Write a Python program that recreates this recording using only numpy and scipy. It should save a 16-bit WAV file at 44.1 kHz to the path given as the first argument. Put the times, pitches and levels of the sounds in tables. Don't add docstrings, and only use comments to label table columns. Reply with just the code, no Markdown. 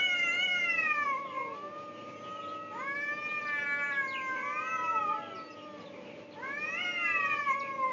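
import sys
import numpy as np
from scipy import signal
from scipy.fft import rfft, irfft
from scipy.io import wavfile
from scipy.ndimage import uniform_filter1d

SR = 44100
rng = np.random.default_rng(int(sys.argv[2]) if len(sys.argv) > 2 else 0)


def store_wav(level_fs):
    pcm = np.round(np.clip(np.atleast_2d(level_fs), -1, 1) * 32767)
    wavfile.write(sys.argv[1], SR, pcm.T.astype(np.int16))


N = 349272
TIME = np.arange(N) / SR

# (time [s], pitch [Hz], effort [dB], mouth opening [0-1])
FIRST_YOWLS = [
    [(0.0, 743.4, -30, 0.78), (0.3, 682.5, -31.2, 0.89), (0.43, 739.5, -31.5, 0.66),
     (0.61, 704.4, -32.5, 1.0), (0.8, 647.3, -28.5, 0.48), (0.88, 615, -29, 0.62),
     (1.02, 584.3, -29.5, 0.4), (1.16, 525.0, -36, 0.14), (1.19, 569, -37.5, 0.24), (1.33, 511.5, -49, 0.2),
     (1.36, 535, -43.5, 0.2), (1.42, 486, -48, 0.0), (1.53, 448.4, -56, 0), (1.76, 335.7, -52, 0.6),
     (1.82, 315.0, -67, 0.09)],
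    [(2.7, 402.4, -54, 0.12), (2.75, 451, -42, 0.49), (2.84, 549.3, -40, 0.68), (3.0, 575, -36.5, 0.84),
     (3.15, 593.7, -35.5, 0.66), (3.32, 603.6, -33, 0.63), (3.5, 590, -34, 0.61), (3.62, 575.2, -36, 0.93),
     (3.87, 569, -37, 0.71), (3.98, 555.3, -39.5, 0.99), (4.06, 537.9, -37, 0.71), (4.35, 520.4, -40, 0.82),
     (4.44, 511, -39.5, 0.45), (4.71, 515.8, -41.5, 0.75), (4.92, 477.0, -39, 0.36),
     (4.96, 438.4, -40.5, 0.01), (5.09, 406.6, -45, 0.0), (5.11, 440.3, -38, 0.17),
     (5.29, 408.2, -46.5, 0.63), (5.42, 341, -61, 0)],
    [(6.35, 414.5, -48, 0.4), (6.39, 448, -45.5, 0.6), (6.44, 532.2, -42, 0.84), (6.65, 617.6, -35.5, 0.75),
     (6.73, 643, -32.5, 0.55), (6.82, 731.2, -34.3, 0.73), (6.92, 704.7, -35, 0.77),
     (7.04, 684.7, -31.5, 0.83), (7.2, 635.0, -29, 0.48), (7.32, 610.8, -32, 0.66),
     (7.47, 566.0, -33, 0.39), (7.52, 530.6, -27.5, 0.27), (7.56, 559.1, -43.5, 0.59),
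     (7.76, 536.4, -41.5, 0.26), (7.88, 520.8, -37.5, 0.01), (7.92, 504.0, -33.5, 0.36)],
]
# (frequency [Hz], gain [dB])
FIRST_VOWELS = [
    [(350, -24.5), (490, -12), (700, -22), (850, -3.5), (1080, 4), (1300, -1.5), (1550, -43), (1750, -27.5),
     (2100, -9.5), (2500, -20), (2950, 4)],
    [(350, -25.5), (490, -33), (700, -24), (850, -5.5), (1080, -3), (1300, -29), (1550, 13), (1750, 2.6),
     (2100, -5.5), (2500, 2.5), (2950, -13)],
]
FIRST_GROWTH = [0.086, 1.02, 1.47, 1.2]
# (frequency [Hz], gain [dB])
FIRST_THROAT = [(1600, 19), (2600, 8.5), (3000, 5.5), (3400, -4), (4000, -3.5), (4500, -6), (4900, -1.5),
                (5600, -5), (6500, -8), (7100, -11), (7600, -22.5)]
# (time [s], centre [Hz], gain [dB])
FIRST_RING = [(0, 6330, 17), (.45, 6500, 20), (0.949, 5400, 0.5), (1.151, 6904, 12.5), (2.801, 5600, 1.5),
              (3.25, 5290, 5), (3.449, 5480, -2), (3.6, 6870, 4), (4.002, 7000, 12), (4.301, 6510, 15),
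              (4.8, 5970, 19), (5.302, 5510, -11), (6.5, 5760, 5), (6.85, 5670, 16), (7.2, 5300, -2.5),
              (7.45, 6800, 6), (7.6, 6766, 18.5), (7.9, 5053, 6.5)]
# (delay [ms], gain [factor])
FIRST_ECHOES = [(2.387, 0.17), (4.325, -0.105), (4.9, -0.13), (5.741, 0.2), (6.189, -0.17), (6.82, -0.16),
                (7.811, 0.059), (8.757, -0.097), (9.403, -0.11), (10.794, 0.1), (13.12, 0.12),
                (14.578, -0.18), (16.442, -0.1), (24.215, -0.08)]


def first_cat():
    voice = cat_voice(FIRST_YOWLS, FIRST_VOWELS, FIRST_GROWTH, FIRST_THROAT, FIRST_RING,
                      strains=True, jitter=.0023, shimmer_db=1.25, fading_db=4, ring_width_hz=520,
                      upper_db=-78, upper_open_db=8.5, upper_growth=1.1)
    return reflect(voice, FIRST_ECHOES)


# (time [s], pitch [Hz], effort [dB], mouth opening [0-1])
SECOND_YOWLS = [
    [(1.24, 698, -58, 0.14), (1.3, 579, -51, 0.28), (1.37, 536, -33.5, 0.33), (1.5, 540.9, -34, 0.055),
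     (1.52, 568, -46, 0.12), (1.66, 589.7, -45.5, 0.018), (1.82, 617.2, -45.5, 0.35),
     (1.92, 605, -53, 0.16), (2.17, 615.6, -47.3, 0.18), (2.41, 634.3, -41.5, 0.02),
     (2.69, 641, -48.5, 0.0), (2.79, 617.5, -42.5, 0.15), (2.86, 549, -48, 0.65)],
    [(4.34, 530.0, -40, 0.9), (4.5, 582.5, -33.5, 0.46), (4.71, 656.3, -35, 0.38),
     (4.78, 641.3, -34.5, 0.19), (4.93, 661, -33, 0.19), (5.11, 605.6, -33.5, 0.0), (5.16, 654.0, -45.5, 0),
     (5.2, 667.3, -45, 0), (5.32, 662.5, -46, 0), (5.5, 638, -51, 0.25), (5.75, 595, -53, 0.18),
     (5.84, 568, -55.5, 0.37), (5.98, 523, -63, 0.015), (6.1, 468, -71, 0.32)],
    [(6.64, 509.4, -59.5, 0.52), (6.73, 588, -46, 0.42), (6.86, 639, -41.6, 0.7), (6.98, 631.6, -40, 0.57),
     (7.09, 605.8, -35.5, 0.49), (7.24, 569.7, -35.5, 0.18), (7.47, 565, -39.5, 0.57),
     (7.61, 555, -37.5, 0.47), (7.74, 548.3, -37.5, 0.4), (7.86, 517.5, -37, 0.27),
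     (7.92, 523.8, -40, 0.31)],
]
# (frequency [Hz], gain [dB])
SECOND_VOWELS = [
    [(510, -16), (680, -19), (850, 0.5), (1080, -1), (1300, 2.5), (1550, -33), (1800, -18), (2150, -22),
     (2500, -18.5), (2950, -19.5)],
    [(510, -30), (680, -35), (850, -8.5), (1080, -2.2), (1300, -20), (1550, -9), (1800, -16.5), (2150, 1),
     (2500, 2), (2950, -4)],
]
SECOND_GROWTH = [.05, 1.036, 0.71, 1.75]
# (frequency [Hz], gain [dB])
SECOND_THROAT = [(2400, 9), (3100, 7.5), (3700, 1), (4500, 1), (5500, -1), (6100, -8), (6700, 5),
                 (7500, -24)]
# (time [s], centre [Hz], gain [dB])
SECOND_RING = [(1.3, 6160, -13), (2.0, 5760, 22), (2.5, 6730, 13), (4.4, 6010, 8.5), (4.9, 6200, 20),
               (5.201, 4700, -2), (5.451, 4420, 26), (5.6, 5580, 20), (5.851, 5400, 4), (6.7, 5100, -3),
               (7.9, 4990, -10)]
# (delay [ms], gain [factor])
SECOND_ECHOES = [(1.434, 0.12), (4.039, 0.27), (4.401, -0.09), (6.422, -0.37), (8.709, 0.085),
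                 (10.972, -0.11), (13.666, -0.28), (20.235, -0.06)]


def second_cat():
    voice = cat_voice(SECOND_YOWLS, SECOND_VOWELS, SECOND_GROWTH, SECOND_THROAT, SECOND_RING,
                      strains=False, jitter=.0026, shimmer_db=1.3, fading_db=3, ring_width_hz=420,
                      upper_db=-83.5, upper_open_db=-4.5, upper_growth=.32)
    return reflect(voice, SECOND_ECHOES)


def cat_voice(yowls, vowels, growth, throat, ring, strains, jitter, shimmer_db, fading_db,
              ring_width_hz, upper_db, upper_open_db, upper_growth, usual_db=-35, settle_s=.079):
    unsteady = 1 + .0028 * wander(22) + jitter * wander(220)
    shut, wide = vowels
    rasp = .043 * wander(260)
    shimmer = amp(shimmer_db * wander(37))
    fades_db = [fading_db * wander(10) for _ in range(16)]
    out = np.zeros(N)
    for rows in yowls:
        start, end = rows[0][0], rows[-1][0]
        on = (TIME >= start) & (TIME <= end + .01)
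        t = TIME[on]
        pitch, effort_db, mouth = follow(rows, t)
        ring_hz, ring_peak_db = follow(ring, t)
        settling = np.exp(-(t - start) / settle_s) * (start > .1)
        pitch = uniform_filter1d(pitch, size=1300, mode="nearest")
        pitch *= unsteady[on] + settling * rasp[on]
        phase = 2 * np.pi * np.cumsum(pitch) / SR
        push_db = effort_db - usual_db
        overtones_db = upper_db + upper_open_db * mouth + upper_growth * push_db
        voice = np.zeros(len(t))
        for k in range(1, 17):
            hz = k * pitch
            if k <= len(growth):
                vowel_db = (1 - mouth) * shape(shut, hz) + mouth * shape(wide, hz)
                db = usual_db + growth[k - 1] * push_db + vowel_db
            else:
                ring_db = ring_peak_db / (1 + ((hz - ring_hz) / ring_width_hz) ** 2)
                db = overtones_db + shape(throat, hz) + ring_db + fades_db[k - 1][on]
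            voice += amp(db) * np.sin(k * phase + k * k)
        if strains:
            voice += strain(t, pitch, phase, effort_db, mouth)
        soft_edges = uniform_filter1d(on * 2. - 1, size=1500, mode="nearest")[on].clip(0, 1)
        out[on] += np.sqrt(2) * voice * soft_edges
    return out * shimmer


# (start [s], length [s], level [dB])
STRAIN_SPELLS = [(3.444, 0.545, -50.5), (7.035, 0.1, -56)]
# (frequency [Hz], gain [dB])
STRAIN_SPECTRUM = [(300, -21.5), (850, -7), (1450, 4), (1700, 14.5), (2000, 2.5), (2600, -7.5), (3300, -27),
                   (7000, -36.5)]


def strain(t, pitch, phase, effort_db, mouth, rise_s=.05, fall_s=.06):
    doubling = mouth ** 2 * amp(effort_db - 38.5)
    for start, length, db in STRAIN_SPELLS:
        ramp = np.minimum((t - start) / rise_s, (start + length - t) / fall_s)
        doubling += amp(db) * ramp.clip(0, 1)
    return doubling * sum(amp(shape(STRAIN_SPECTRUM, k * pitch)) * np.sin(k * phase + k * k)
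                          for k in np.arange(12) + .5)


# (frequency [Hz], relative density [dB])
HISS_SPECTRUM = [(600, -25), (1200, -5.5), (2400, 6), (3000, -1), (4000, -7), (5500, -8), (7000, -9.5),
                 (8000, -40.5)]


def hiss(yowls, below_effort_db=27):
    level = np.zeros(N)
    for rows in yowls:
        _, effort_db, mouth = follow(rows, TIME)
        on = (TIME >= rows[0][0]) & (TIME <= rows[-1][0])
        level += amp(effort_db - below_effort_db) * mouth * on
    return uniform_filter1d(level, size=1500) * noise(HISS_SPECTRUM)


def reflect(x, echoes):
    out = x.copy()
    for ms, gain in echoes:
        add(out, ms / 1000, gain * x)
    return out


# (time [s], length [s], middle pitch [Hz], level [dB])
CHIRPS = [(1.229, 0.13, 3150, -63), (1.792, 0.22, 2500, -69), (1.933, 0.11, 2767, -63),
          (2.032, 0.15, 2267, -66.5), (2.214, 0.12, 2937, -62), (2.409, 0.065, 3400, -62.5),
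          (2.474, 0.047, 3700, -60.5), (2.937, 0.054, 4730, -66), (3.286, 0.029, 3760, -61),
          (3.411, 0.029, 5150, -63), (3.465, 0.027, 4470, -56), (3.508, 0.087, 3600, -66),
          (3.914, 0.052, 3600, -56), (4.068, 0.077, 4120, -55.5), (4.134, .08, 2630, -44.5),
          (5.213, 0.068, 2804, -64), (5.341, 0.072, 4900, -64), (5.498, 0.045, 5800, -68.5),
          (5.552, 0.096, 2920, -61), (5.797, 0.037, 4520, -65.5), (5.85, 0.04, 3900, -61),
          (5.92, 0.068, 2220, -60), (6.03, .15, 2590, -61.5), (6.305, 0.048, 3950, -63),
          (7.06, 0.034, 5300, -66), (7.294, .038, 3673, -64), (7.437, 0.098, 2833, -59),
          (7.593, 0.024, 4814, -54), (7.61, 0.089, 2480, -54)]


def birds(flat_hz=1926):
    out = np.zeros(N)
    wobble = trill(warble=.07, warble_hz=48.8, scratch=.015)
    for start, length, hz, db in CHIRPS:
        sweep_hz = hz - flat_hz
        path_hz = [hz + .22 * sweep_hz, hz, hz - .59 * sweep_hz]
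        add(out, start, amp(db) * whistle(length, path_hz, wobble[int(start * SR):]))
    return out


def whistle(length, path_hz, wobble):
    progress = np.linspace(0, 1, max(int(length * SR), 64))
    hz = np.polyval(np.polyfit([0, .5, 1], path_hz, 2), progress) * wobble[:len(progress)]
    return unit(np.sin(2 * np.pi * np.cumsum(hz) / SR) * signal.windows.tukey(len(hz), .5))


def trill(warble, warble_hz, scratch):
    rate_hz = warble_hz * (1 + .33 * wander(20))
    return 1 + warble * np.sin(2 * np.pi * np.cumsum(rate_hz) / SR) + scratch * wander(150)


# (time [s], relative level [dB])
FLOCK_LEVEL = [(0, -53), (1.1, -74.5), (1.35, -52), (1.6, -80), (2.0, -58), (2.5, -56.5), (2.7, -67),
               (3.1, -57), (4.0, -59.5), (4.8, -58.5), (5.3, -54.5), (5.7, -67), (6.1, -62), (6.35, -77.5),
               (7.2, -59), (7.55, -59), (7.92, -68)]


def flock(count=200, gain_db=-8):
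    out = np.zeros(N)
    wobble = trill(warble=.013, warble_hz=51.4, scratch=.0068)
    for k, (when, long, high, arch, fall, loud) in enumerate(rng.random((count, 6))):
        start = (k + when) / count * TIME[-1]
        path_hz = (2350 + 900 * high ** 2) * np.array([1, .9 + .22 * arch, .8 + .17 * fall])
        db = gain_db + follow(FLOCK_LEVEL, start)[0] + 5 * (loud - .5) - 6 * high
        add(out, start, amp(db) * whistle(.039 + .12 * long, path_hz, wobble[int(start * SR) // 2:]))
    return out


# (frequency [Hz], level [dB])
GENERATOR_TONES = [(108, -71), (195, -66.5), (243, -64), (301, -59.5), (324, -63), (553, -76.5),
                   (577.6, -54.5), (603, -63.5), (878.5, -65)]


def generator(drift=.0012, sway_db=2.5):
    engine_time = np.cumsum(1 + drift * wander(2.1)) / SR
    out = np.zeros(N)
    for hz, db in GENERATOR_TONES:
        peak = np.sqrt(2) * amp(db + sway_db * wander(1.7))
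        out += peak * np.sin(2 * np.pi * (hz * engine_time + rng.random()))
    return out


# (frequency [Hz], relative density [dB])
MACHINERY_SPECTRUM = [(25, -53), (40, -58.5), (62, -29.5), (85, -17), (105, -8), (145, -7.5), (200, -4.5),
                      (310, -4), (380, -6), (520, -0.5), (610, -7), (680, -12.5), (780, -13.5), (880, -9.5),
                      (980, -16), (1150, -10.5), (1450, -20.5), (2400, -15.5), (3500, -23.5), (5000, -30.5),
                      (6800, -34), (7600, -59.5)]


def machinery(level_db=-51.5, swell_db=1.5):
    rush = noise(MACHINERY_SPECTRUM)
    return amp(level_db + swell_db * wander(8.2)) * rush


# (frequency [Hz], time to fall 60 dB before scaling by stretch [s])
ECHO_DECAY = [(200, 0.15), (1200, 0.25), (3000, 0.34), (7000, 0.053)]


def walls(x, stretch, echoes_per_s=2500):
    taps = rng.standard_normal(SR // 2) * (rng.random(SR // 2) < echoes_per_s / SR)
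    taps[:200] = 0
    hz, t, spectra = signal.stft(taps, SR, nperseg=256)
    decay_s = stretch * shape(ECHO_DECAY, hz)[:, None]
    _, tail = signal.istft(spectra * amp(-60 * t / decay_s), SR, nperseg=256)
    return signal.fftconvolve(x, tail / np.linalg.norm(tail))[:N]


def amp(db):
    return 10 ** (np.asarray(db) / 20)


def unit(x):
    return x / np.sqrt(np.mean(x ** 2) + 1e-20)


def shape(points, hz):
    f, value = np.transpose(points)
    return np.interp(np.log(hz + 1), np.log(f + 1), value)


def follow(rows, t):
    times, *columns = np.transpose(rows)
    return [np.interp(t, times, column) for column in columns]


def noise(spectrum):
    gain = amp(shape(spectrum, np.fft.rfftfreq(N, 1 / SR)))
    return unit(irfft(rfft(rng.standard_normal(N)) * gain, N))


def wander(rate_hz):
    steps = 2 ** 14
    hz = np.fft.rfftfreq(steps, 1 / 1000)
    slow = irfft(rfft(rng.standard_normal(steps)) / (1 + (hz / rate_hz) ** 4))
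    return np.interp(TIME * 1000, np.arange(steps), unit(slow))


def add(mix, start, sound):
    part = mix[max(round(start * SR), 0):][:len(sound)]
    part += sound[:len(part)]


def scene():
    cats = first_cat() + second_cat() + hiss(FIRST_YOWLS + SECOND_YOWLS)
    near = cats + amp(-11) * walls(cats, stretch=.7)
    chirps = birds()
    far = chirps + amp(-7) * walls(chirps, stretch=.7)
    farthest = walls(flock(), stretch=.5)
    return (near + far + farthest + generator() + machinery())[None]


def record(dry, cutoff_hz=7450):
    lowpass = signal.firwin(301, cutoff_hz, window=("kaiser", 8), fs=SR)
    return signal.oaconvolve(dry, lowpass[None], "same")


dry = scene()
out = record(dry)
store_wav(out)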